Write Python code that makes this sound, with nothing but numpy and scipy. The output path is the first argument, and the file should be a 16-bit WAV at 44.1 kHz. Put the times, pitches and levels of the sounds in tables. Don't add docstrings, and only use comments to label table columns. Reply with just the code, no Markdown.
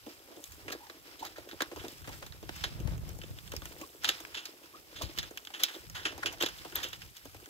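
import sys
import numpy as np
from scipy import signal
from scipy.io import wavfile
from scipy.ndimage import uniform_filter1d

SR = 44100
rng = np.random.default_rng(int(sys.argv[2]) if len(sys.argv) > 2 else 0)


def wav_record(signal):
    frames = np.transpose(np.atleast_2d(signal))
    bounded = np.clip(frames, -1, 1)
    quanta = np.round(bounded * 32767).astype(np.int16)
    wavfile.write(sys.argv[1], SR, quanta)


N = 330309

# time [s], crunch_level [dB], thud_level [dB],
# knock_level [dB], grit_level [dB], pebble_pitch [Hz], crunch_fade over 60 dB [s]
STEPS = [(0.063, -47, -40, -59, -51, 3180, 0.076), (0.0904, -48.5, -52, -63, -55, 4760, 0.14),
         (0.3647, -51, -45, -68, -54, 3320, 0.071), (0.4399, -37.5, -71, -64, -36, 3630, 0.027),
         (.52, -46, -63, -61, -44.5, 4260, 0.052), (0.6809, -34, -43.5, -41, -62, 2520, 0.047),
         (0.701, -38.5, -44, -49, -46, 3000, 0.062), (.868, -46, -62, -58, -55, 4200, .015),
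         (.8975, -36.5, -48, -44.5, -57, 3800, 0.021), (1.2284, -53, -54.5, -46, -48, 2760, 0.095),
         (1.2495, -35, -47, -47.5, -39, 4000, 0.074), (1.3814, -48, -40.5, -54, -50, 3800, 0.056),
         (1.4892, -43, -67, -55, -49, 3200, .081), (1.512, -39, -53.5, -52.5, -54, 3820, 0.071),
         (1.528, -55, -43, -53, -59, 3050, 0.055), (1.6053, -28.5, -36.5, -31.5, -50, 3430, 0.053),
         (1.6196, -22, -35.5, -32.5, -28.5, 3800, 0.031), (1.7148, -59, -40.5, -45, -65, 2370, 0.067),
         (1.7608, -41, -44, -47, -49, 2870, 0.071), (1.8374, -55, -39, -48, -58, 2770, 0.076),
         (1.8483, -50, -41.5, -44.5, -52, 2620, 0.076), (1.8819, -34.5, -47, -62, -40, 4050, 0.021),
         (2.0747, -55, -45, -39.5, -50, 3100, 0.051), (2.091, -44, -45.5, -47.5, -42, 3500, 0.04),
         (2.2249, -52, -47.5, -40.5, -51, 3600, 0.044), (2.2638, -38.5, -57, -53, -43, 3970, .039),
         (2.3222, -43, -68, -55, -54, 4000, 0.062), (2.4275, -50, -42, -54, -50, 3500, 0.037),
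         (2.4924, -57, -32, -32, -58, 3700, 0.015), (2.6384, -21.5, -42, -35.5, -38, 3600, 0.062),
         (2.801, -45, -42.5, -58, -46, 2830, 0.048), (2.8742, -63, -40, -41.5, -48, 3670, 0.031),
         (2.9175, -57, -40.5, -71, -64, 2150, 0.045), (2.9784, -49, -46, -64, -48, 2940, 0.028),
         (3.091, -52, -49, -62, -41.5, 2790, 0.028), (3.1649, -63, -53, -69, -60, 4080, 0.031),
         (3.1877, -52, -44, -68, -42.5, 4150, 0.021), (3.2154, -36, -56, -50, -58, 3070, .024),
         (3.235, -39.5, -48.5, -53, -57, 3070, 0.047), (3.3865, -38, -64, -52, -53, 3380, 0.019),
         (3.477, -37.5, -73, -59, -53, 3370, 0.016), (3.5186, -33.5, -42, -47.5, -37, 3100, 0.036),
         (3.535, -67, -35, -47, -44, 3260, 0.041), (3.5642, -28.5, -51, -60, -35, 5230, 0.02),
         (3.6194, -41, -46.5, -51, -49, 3570, 0.039), (3.655, -38, -52, -47.5, -36.5, 3070, .038),
         (3.7195, -43, -51, -57, -62, 2290, .052), (3.813, -38.5, -40.5, -48, -41, 2320, .044),
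         (4.0357, -41, -50, -46, -39, 3320, 0.022), (4.044, -18, -49, -32, -31, 3380, 0.037),
         (4.0512, -18, -61, -45, -41, 3440, .034), (4.077, -28, -47, -44, -43, 3450, 0.093),
         (4.0886, -14, -41.5, -32, -26, 3600, 0.06), (4.203, -44.5, -49.5, -53, -41, 3580, 0.04),
         (4.2497, -33.5, -55, -40.5, -53, 2290, 0.011), (4.4544, -29.5, -63, -54.5, -37.5, 4280, 0.042),
         (4.487, -62, -48.5, -72, -61, 3310, 0.028), (4.6337, -47.5, -52, -66, -61, 2930, 0.067),
         (5.0123, -40, -44, -43, -51, 3800, .057), (5.0198, -28.5, -45, -55, -35, 3780, 0.11),
         (5.0897, -45, -46.5, -64, -56, 3550, 0.036), (5.176, -30, -51, -46, -40, 3300, 0.027),
         (5.1859, -17.5, -52, -39.5, -31, 3730, 0.037), (5.229, -33, -54, -47.5, -42.5, 3420, 0.078),
         (5.3079, -66, -45, -51.5, -47, 3300, 0.053), (5.374, -25, -53, -47.5, -34, 2940, .016),
         (5.45, -37, -69, -71, -44, 3530, 0.024), (5.471, -33.5, -57, -49, -50, 3350, 0.024),
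         (5.503, -59, -56, -46, -65.5, 3460, 0.033), (5.539, -32, -57, -47, -61, 3080, 0.14),
         (5.6347, -12, -53, -42, -17.5, 3630, 0.038), (5.8983, -41.5, -59, -56, -41, 5030, 0.035),
         (6.053, -20, -38.5, -34, -56, 2970, .088), (6.1234, -47, -43, -49, -50, 2960, 0.042),
         (6.1786, -47, -50, -47, -43, 3330, 0.035), (6.2592, -18.5, -39.5, -35.5, -37, 2900, 0.068),
         (6.3253, -50, -50, -48, -41, 3520, 0.082), (6.4089, -30, -35.5, -38, -42, 3360, 0.0406),
         (6.4242, -19, -52, -41, -26.5, 3450, .04), (6.4336, -21, -30, -31.5, -36, 3760, 0.032),
         (6.4612, -22, -44, -41, -35, 3480, .046), (6.4863, -34.5, -58, -49, -42, 3230, 0.059),
         (6.584, -38, -76, -67, -60, 3560, 0.04), (6.6484, -43.5, -44, -43.5, -59, 3270, 0.063),
         (6.7226, -42.5, -50.5, -51, -54, 2980, 0.061), (6.8371, -27, -48, -48, -38, 3220, 0.11),
         (6.885, -41, -62, -65, -42.5, 3220, 0.048), (6.93, -29, -54, -45.5, -43, 3320, .04),
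         (7.0184, -33.5, -61, -48.5, -57, 2760, 0.028), (7.1672, -43.5, -73, -64, -44, 3580, 0.045),
         (7.2538, -50.5, -44.5, -49, -44, 3180, 0.046), (7.3456, -56, -53.5, -51.5, -52, 3120, 0.064),
         (7.4585, -46, -59, -54, -46, 3200, 0.032)]
# pitch [Hz], width [Hz], relative_level [dB]
THUD = [(315, 77.5, 2.5), (570, 296, -5)]
KNOCK = [(746, 450, 0.0058), (1500, 1470, 0.045)]
CRUNCH = [(2486, 2120, -2), (4100, 2000, -1), (5150, 740, 1)]
GRIT = [(6270, 800, 1), (7720, 3400, -7.5), (8750, 480, -3.5), (10760, 2300, -20), (12000, 1100, -4),
        (14800, 2400, -8.5)]
LAG_LOW, LAG_HIGH = 9, 13


def undb(db):
    return 10 ** (np.asarray(db) / 20)


def unit(x):
    return x / np.sqrt(np.mean(x ** 2))


def ring(x, modes):
    out, power = 0, 0
    for k, (hz, width, db) in enumerate(modes):
        gain = undb(db)
        b, a = signal.iirpeak(hz, hz / width, fs=SR)
        out = out + (-1) ** k * gain * signal.lfilter(b, a, x)
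        power += gain ** 2 * np.pi * width / SR
    return out / np.sqrt(power)


def narrow(x, hz, q):
    mode = [(hz, hz / q, 0)]
    return ring(ring(x, mode), mode) * np.sqrt(np.pi * hz / q / SR * 2)


def grains(scatter_db, grain_s, size=N):
    k = max(int(grain_s * SR), 1)
    sizes = np.minimum(rng.exponential(size=size // k + 1), 3.5)
    force = np.repeat(undb(scatter_db * sizes), k)[:size]
    return unit(force) * rng.standard_normal(size)


def walk(rate):
    k = int(SR / rate)
    held = np.repeat(rng.standard_normal(N // k + 1), k)
    return uniform_filter1d(uniform_filter1d(held, k), k)[:N]


def ports(force, modes, lag, scatter_db, grain_s, apart, pan_db=0.):
    apart, size = np.clip(apart, 0, 1), np.shape(force)[-1]
    both = grains(scatter_db, grain_s, size)
    noise = [np.sqrt(1 - apart) * both + np.sqrt(apart) * grains(scatter_db, grain_s, size)
             for _ in range(2)]
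    push = force * np.array(noise)
    push *= np.sqrt(np.mean(force ** 2) / np.mean(push ** 2))
    left, right = ring(push, modes)
    return np.array([left * undb(pan_db / 2), np.roll(right, lag) * undb(-pan_db / 2)])


def curve(table):
    s, *columns = np.transpose(table)
    return [np.interp(np.arange(N) / SR, s, c) for c in columns]


def air():
    # pitch [Hz], width [Hz], relative_level [dB]
    hush_modes = [(328, 530, -4.5), (1200, 2200, -7), (3420, 5000, -5), (7240, 4100, -5),
                  (12940, 3100, -4.5)]
    return ports(np.full(N, undb(-57.5)), hush_modes, LAG_HIGH, .3, 0.0032, 1.0)


def wind(db):
    # pitch [Hz], width [Hz], relative_level [dB]
    rumble_modes = [(54, 31.5, 0.5), (100, 55.9, 0.5), (159.2, 66.3, -5)]
    lean_db = 0.14 * (db + 61)
    buffet_db = np.array([lean_db + 3 * walk(12), -lean_db + 3 * walk(21)])
    return ports(undb(db + 9.5 + buffet_db), rumble_modes, 0, 4.3, .015, 0.89)


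def tick():
    # start [s], peak_level [dB], pitch [Hz], spread [s],
    # left_minus_right [dB]
    tick_rows = [(6.755, -21, 13150, 0.0011, 7)]
    s, db, hz, spread, pan = tick_rows[0]
    t = np.arange(N) / SR
    bell = np.exp(-.5 * ((t - s - 2 * spread) / spread) ** 2)
    tone = bell * np.sin(2 * np.pi * hz * t)
    return np.outer(undb(db - 0.5 + np.array([pan, -pan]) / 2), tone)


def notes():
    # start [s], from_pitch [Hz], to_pitch [Hz], length [s], level [dB]
    note_rows = [(0.799, 870, 883, 0.11, -51.5), (1.217, 860, 895, 0.06, -44),
                 (3.82, 1160, 1140, 0.052, -52), (4.728, 1190, 1260, 0.068, -52),
                 (5.011, 690, 680, 0.0098, -32.5)]
    out = np.zeros(N)
    waver = 1 + 0.09 * walk(300)
    for s, from_hz, to_hz, length, db in note_rows:
        u = np.linspace(0, 1, int(length * SR))
        i = int(s * SR)
        hz = (from_hz + (to_hz - from_hz) * u) * waver[i:i + len(u)]
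        swell = np.sin(np.pi * u ** 0.62) ** 2
        out[i:i + len(u)] = undb(db) * swell * np.sin(2 * np.pi * np.cumsum(hz) / SR)
    out *= undb(7.9 * walk(170))
    return np.array([out, np.roll(out, LAG_LOW)])


def pebbles(scuff_db, count=2500):
    s, pitch, size, cycles = rng.random((count, 4)).T
    starts = (s * N).astype(int)
    pitches_hz = 1300 * 6. ** pitch
    sizes_db = 18 * size ** 2
    turns_each = 1.7 + 7 * cycles
    out, k = np.zeros(N + 512), np.arange(512)
    for i, hz, db, turns in zip(starts, pitches_hz, sizes_db, turns_each):
        fade = np.exp(-3 * k * hz / (turns * SR))
        out[i:i + 512] += undb(db) * fade * np.sin(2 * np.pi * hz * k / SR)
    out = unit(out[:N]) * undb(scuff_db - 10)
    return np.array([out * undb(-6), np.roll(out, LAG_HIGH)])


def stirred(scuff_db):
    level_db, before_s, after_s = -22.5, 0.017, 0.05
    t = np.arange(-SR // 4, SR // 4) / SR
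    hump = np.exp(-2 * np.where(t < 0, -t / before_s, t / after_s))
    blows = np.zeros(N)
    blows[[int(row[0] * SR) for row in STEPS]] = [undb(row[1] + level_db) ** 2 for row in STEPS]
    stir_power = np.maximum(signal.fftconvolve(blows, hump, mode="same"), 0)
    return 10 * np.log10(undb(scuff_db) ** 2 + stir_power)


def shuffle(patter_db, scuff_db, hiss_db):
    flicker, lumps = 3.5 * walk(35), 4.5 * walk(40)
    knock_db = (patter_db + scuff_db) / 2 - 3.5 + flicker
    dust_modes = GRIT[1:]
    patter = ports(undb(patter_db - 0.3 + lumps), THUD, LAG_LOW, 3.8, 0.0071, 0.12)
    knock = ports(undb(knock_db), KNOCK, LAG_LOW, 3.0, 0.0019, 0.42)
    scrape = ports(undb(scuff_db - 0.4 + flicker), CRUNCH, LAG_HIGH, 2.9, 0.0039, 0.56, pan_db=-1.0)
    dust = ports(undb(hiss_db + 1.0 + 0.37 * flicker), dust_modes, LAG_HIGH, 3.3, 0.0031, 0.97, pan_db=1.5)
    return patter + knock + scrape + dust


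def blow(db, t60, rise, tail_db, crack=0.):
    t, t60, rise = np.arange(SR // 5) / SR, np.clip(t60, .006, .3), np.clip(rise, 1e-4, .04)
    after = np.maximum(t - rise, 0)
    build = np.minimum(t / rise, 1) ** 2
    body = undb(-60 * after / t60)
    tail = undb(tail_db - 20 * after / t60)
    return undb(db) * build * (body + tail + crack * np.exp(-after / 0.0013))


def steps():
    # time [s], crunch_level [dB],
    # thud_level [dB], knock_level [dB], grit_level [dB], pebble_pitch [Hz],
    # crunch_fade over 60 dB, at most 0.3 used [s]
    slide_rows = [(.722, -29.5, -43.5, -42, -36, 4200, 0.068), (1.1947, -42, -52, -67, -49, 3800, 0.16),
                  (1.265, -41, -57, -50, -45, 3900, 0.052), (1.361, -45, -55.5, -53, -58, 3750, 0.13),
                  (1.795, -40, -54, -52.5, -54, 3230, 0.13), (2.045, -46.5, -59, -52, -60, 3540, 0.076),
                  (2.1246, -47, -63, -54, -57, 4020, 0.14), (2.5582, -45, -60, -56, -45.5, 2640, 0.14),
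                  (4.345, -30, -56, -48.5, -52, 3540, 0.13), (4.3712, -29, -61, -46.5, -50, 3100, 0.1),
                  (4.9607, -37, -71, -55.5, -52, 3580, 0.26), (5.5987, -32.5, -54, -45.5, -44, 3420, 0.12),
                  (5.683, -36.5, -61, -48, -54, 3320, 0.17), (5.7411, -38, -49, -53, -59, 3500, 0.095),
                  (5.95, -34.5, -56, -44, -48, 3430, 0.65), (6.23, -35.5, -44, -34.5, -50, 2260, 0.036),
                  (6.407, -26, -38, -40.5, -38, 3400, .13), (6.7554, -30, -50, -42, -39.5, 3440, 0.22),
                  (6.8305, -28.5, -55, -49, -40, 3390, 0.1)]
    sand_hz = 6904
    out = np.zeros((2, N + SR))
    falls = [(*row, 0.0355 * row[-1]) for row in STEPS]
    falls += [(*row, .012) for row in slide_rows]
    for s, crunch_db, thud_db, knock_db, grit_db, pebble_hz, t60, rise in falls:
        crack = 0.52 * np.exp(-rise / 0.0028)
        clod_hz = 704 * 2 ** np.clip(0.14 * (crunch_db - thud_db), -.4, 1.3)

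        thud_force = blow(thud_db + 0.5, 0.88 * t60, 2.52 * rise, -10.5)
        knock_force = blow(knock_db - 1, 1.286 * t60, rise, -14.5, crack)
        crunch_force = blow(crunch_db - 9.5, t60, rise, -11, crack)
        grit_force = blow(grit_db - 0.5, 0.58 * t60, rise, -17, crack)

        thud = ports(thud_force, THUD, LAG_LOW, 4.65, 0.0018, 0.15, pan_db=-0.4)
        knock = ports(knock_force, KNOCK, LAG_LOW, 3.25, 0.0012, 0.32, pan_db=-0.5)
        crunch = ports(crunch_force, CRUNCH, LAG_HIGH, 3.45, 0.0009, 0.21, pan_db=-3.0)
        grit = ports(grit_force, GRIT, LAG_HIGH, 1.0, .0005, 1.0, pan_db=0.5)

        clod = 0.35 * narrow(knock, clod_hz, 1.48)
        pebble = 0.55 * narrow(crunch, pebble_hz, 2.08)
        sand = 0.44 * narrow(crunch, sand_hz, 5.0)
        step = thud + 1.28 * knock + clod + 1.37 * crunch + pebble + sand + grit
        i = int((s - .8 * rise) * SR)
        out[:, i:i + step.shape[1]] += step
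    return out[:, :N]


def scene():
    # time [s], wind_level [dB]
    gust_rows = [(0, -73), (.46, -79), (.52, -62), (.67, -61), (.82, -73), (1.15, -71), (1.7, -73),
                 (1.77, -54), (1.93, -65), (2.09, -52), (2.33, -58), (2.56, -51.5), (2.66, -57),
                 (2.88, -39), (3.0, -46.5), (3.3, -47), (3.42, -57), (3.54, -48.5), (3.71, -65),
                 (4.01, -72.5), (4.11, -67.5), (4.5, -78.5), (4.86, -75), (5.05, -50.5), (5.13, -61),
                 (5.19, -50.5), (5.3, -66), (5.46, -78), (5.76, -76), (5.92, -55), (6.15, -62),
                 (6.35, -57.5), (6.7, -63.5), (6.82, -56.5), (7.05, -60), (7.18, -77), (7.39, -56),
                 (7.49, -85)]
    # time [s], far_patter_level [dB],
    # scuff_level [dB], dust_hiss_level [dB]
    flock_rows = [(0, -65, -57.5, -65), (.15, -63, -51, -58), (.31, -59, -59, -68),
                  (.45, -64.5, -54.5, -52.5), (.62, -58.5, -57.5, -62), (1.04, -58.5, -57, -62),
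                  (1.25, -61, -51, -61), (1.6, -59.5, -59, -62), (1.95, -63.5, -50, -55),
                  (2.15, -59.5, -50.5, -55), (2.4, -61.5, -59, -66), (2.6, -63, -47, -55),
                  (2.85, -52.5, -56, -63), (3.3, -63, -55, -59), (3.8, -56.5, -50.5, -54),
                  (4.0, -63, -57.5, -59), (4.17, -52.5, -50, -55.5), (4.45, -60, -59, -62),
                  (4.86, -60.5, -54.5, -62.5), (5.05, -59, -49, -59), (5.46, -63, -59, -61),
                  (5.75, -58, -49.5, -53), (5.9, -70.5, -53.5, -62), (6.15, -49.5, -51.5, -65),
                  (6.6, -60, -50.5, -56), (6.85, -58, -50.5, -57), (7.18, -70, -53, -60.5),
                  (7.49, -59.5, -55, -58)]
    patter_db, scuff_db, hiss_db = curve(flock_rows)
    scuff_db = stirred(scuff_db)
    background = air() + wind(*curve(gust_rows)) + tick() + notes()
    return background + pebbles(scuff_db) + shuffle(patter_db, scuff_db, hiss_db) + steps()


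def record(dry):
    dry = signal.sosfilt(signal.butter(2, 35, "high", fs=SR, output="sos"), dry)
    return signal.sosfilt(signal.ellip(10, .2, 70, 15700, fs=SR, output="sos"), dry)


dry = scene()
out = record(dry)
wav_record(out)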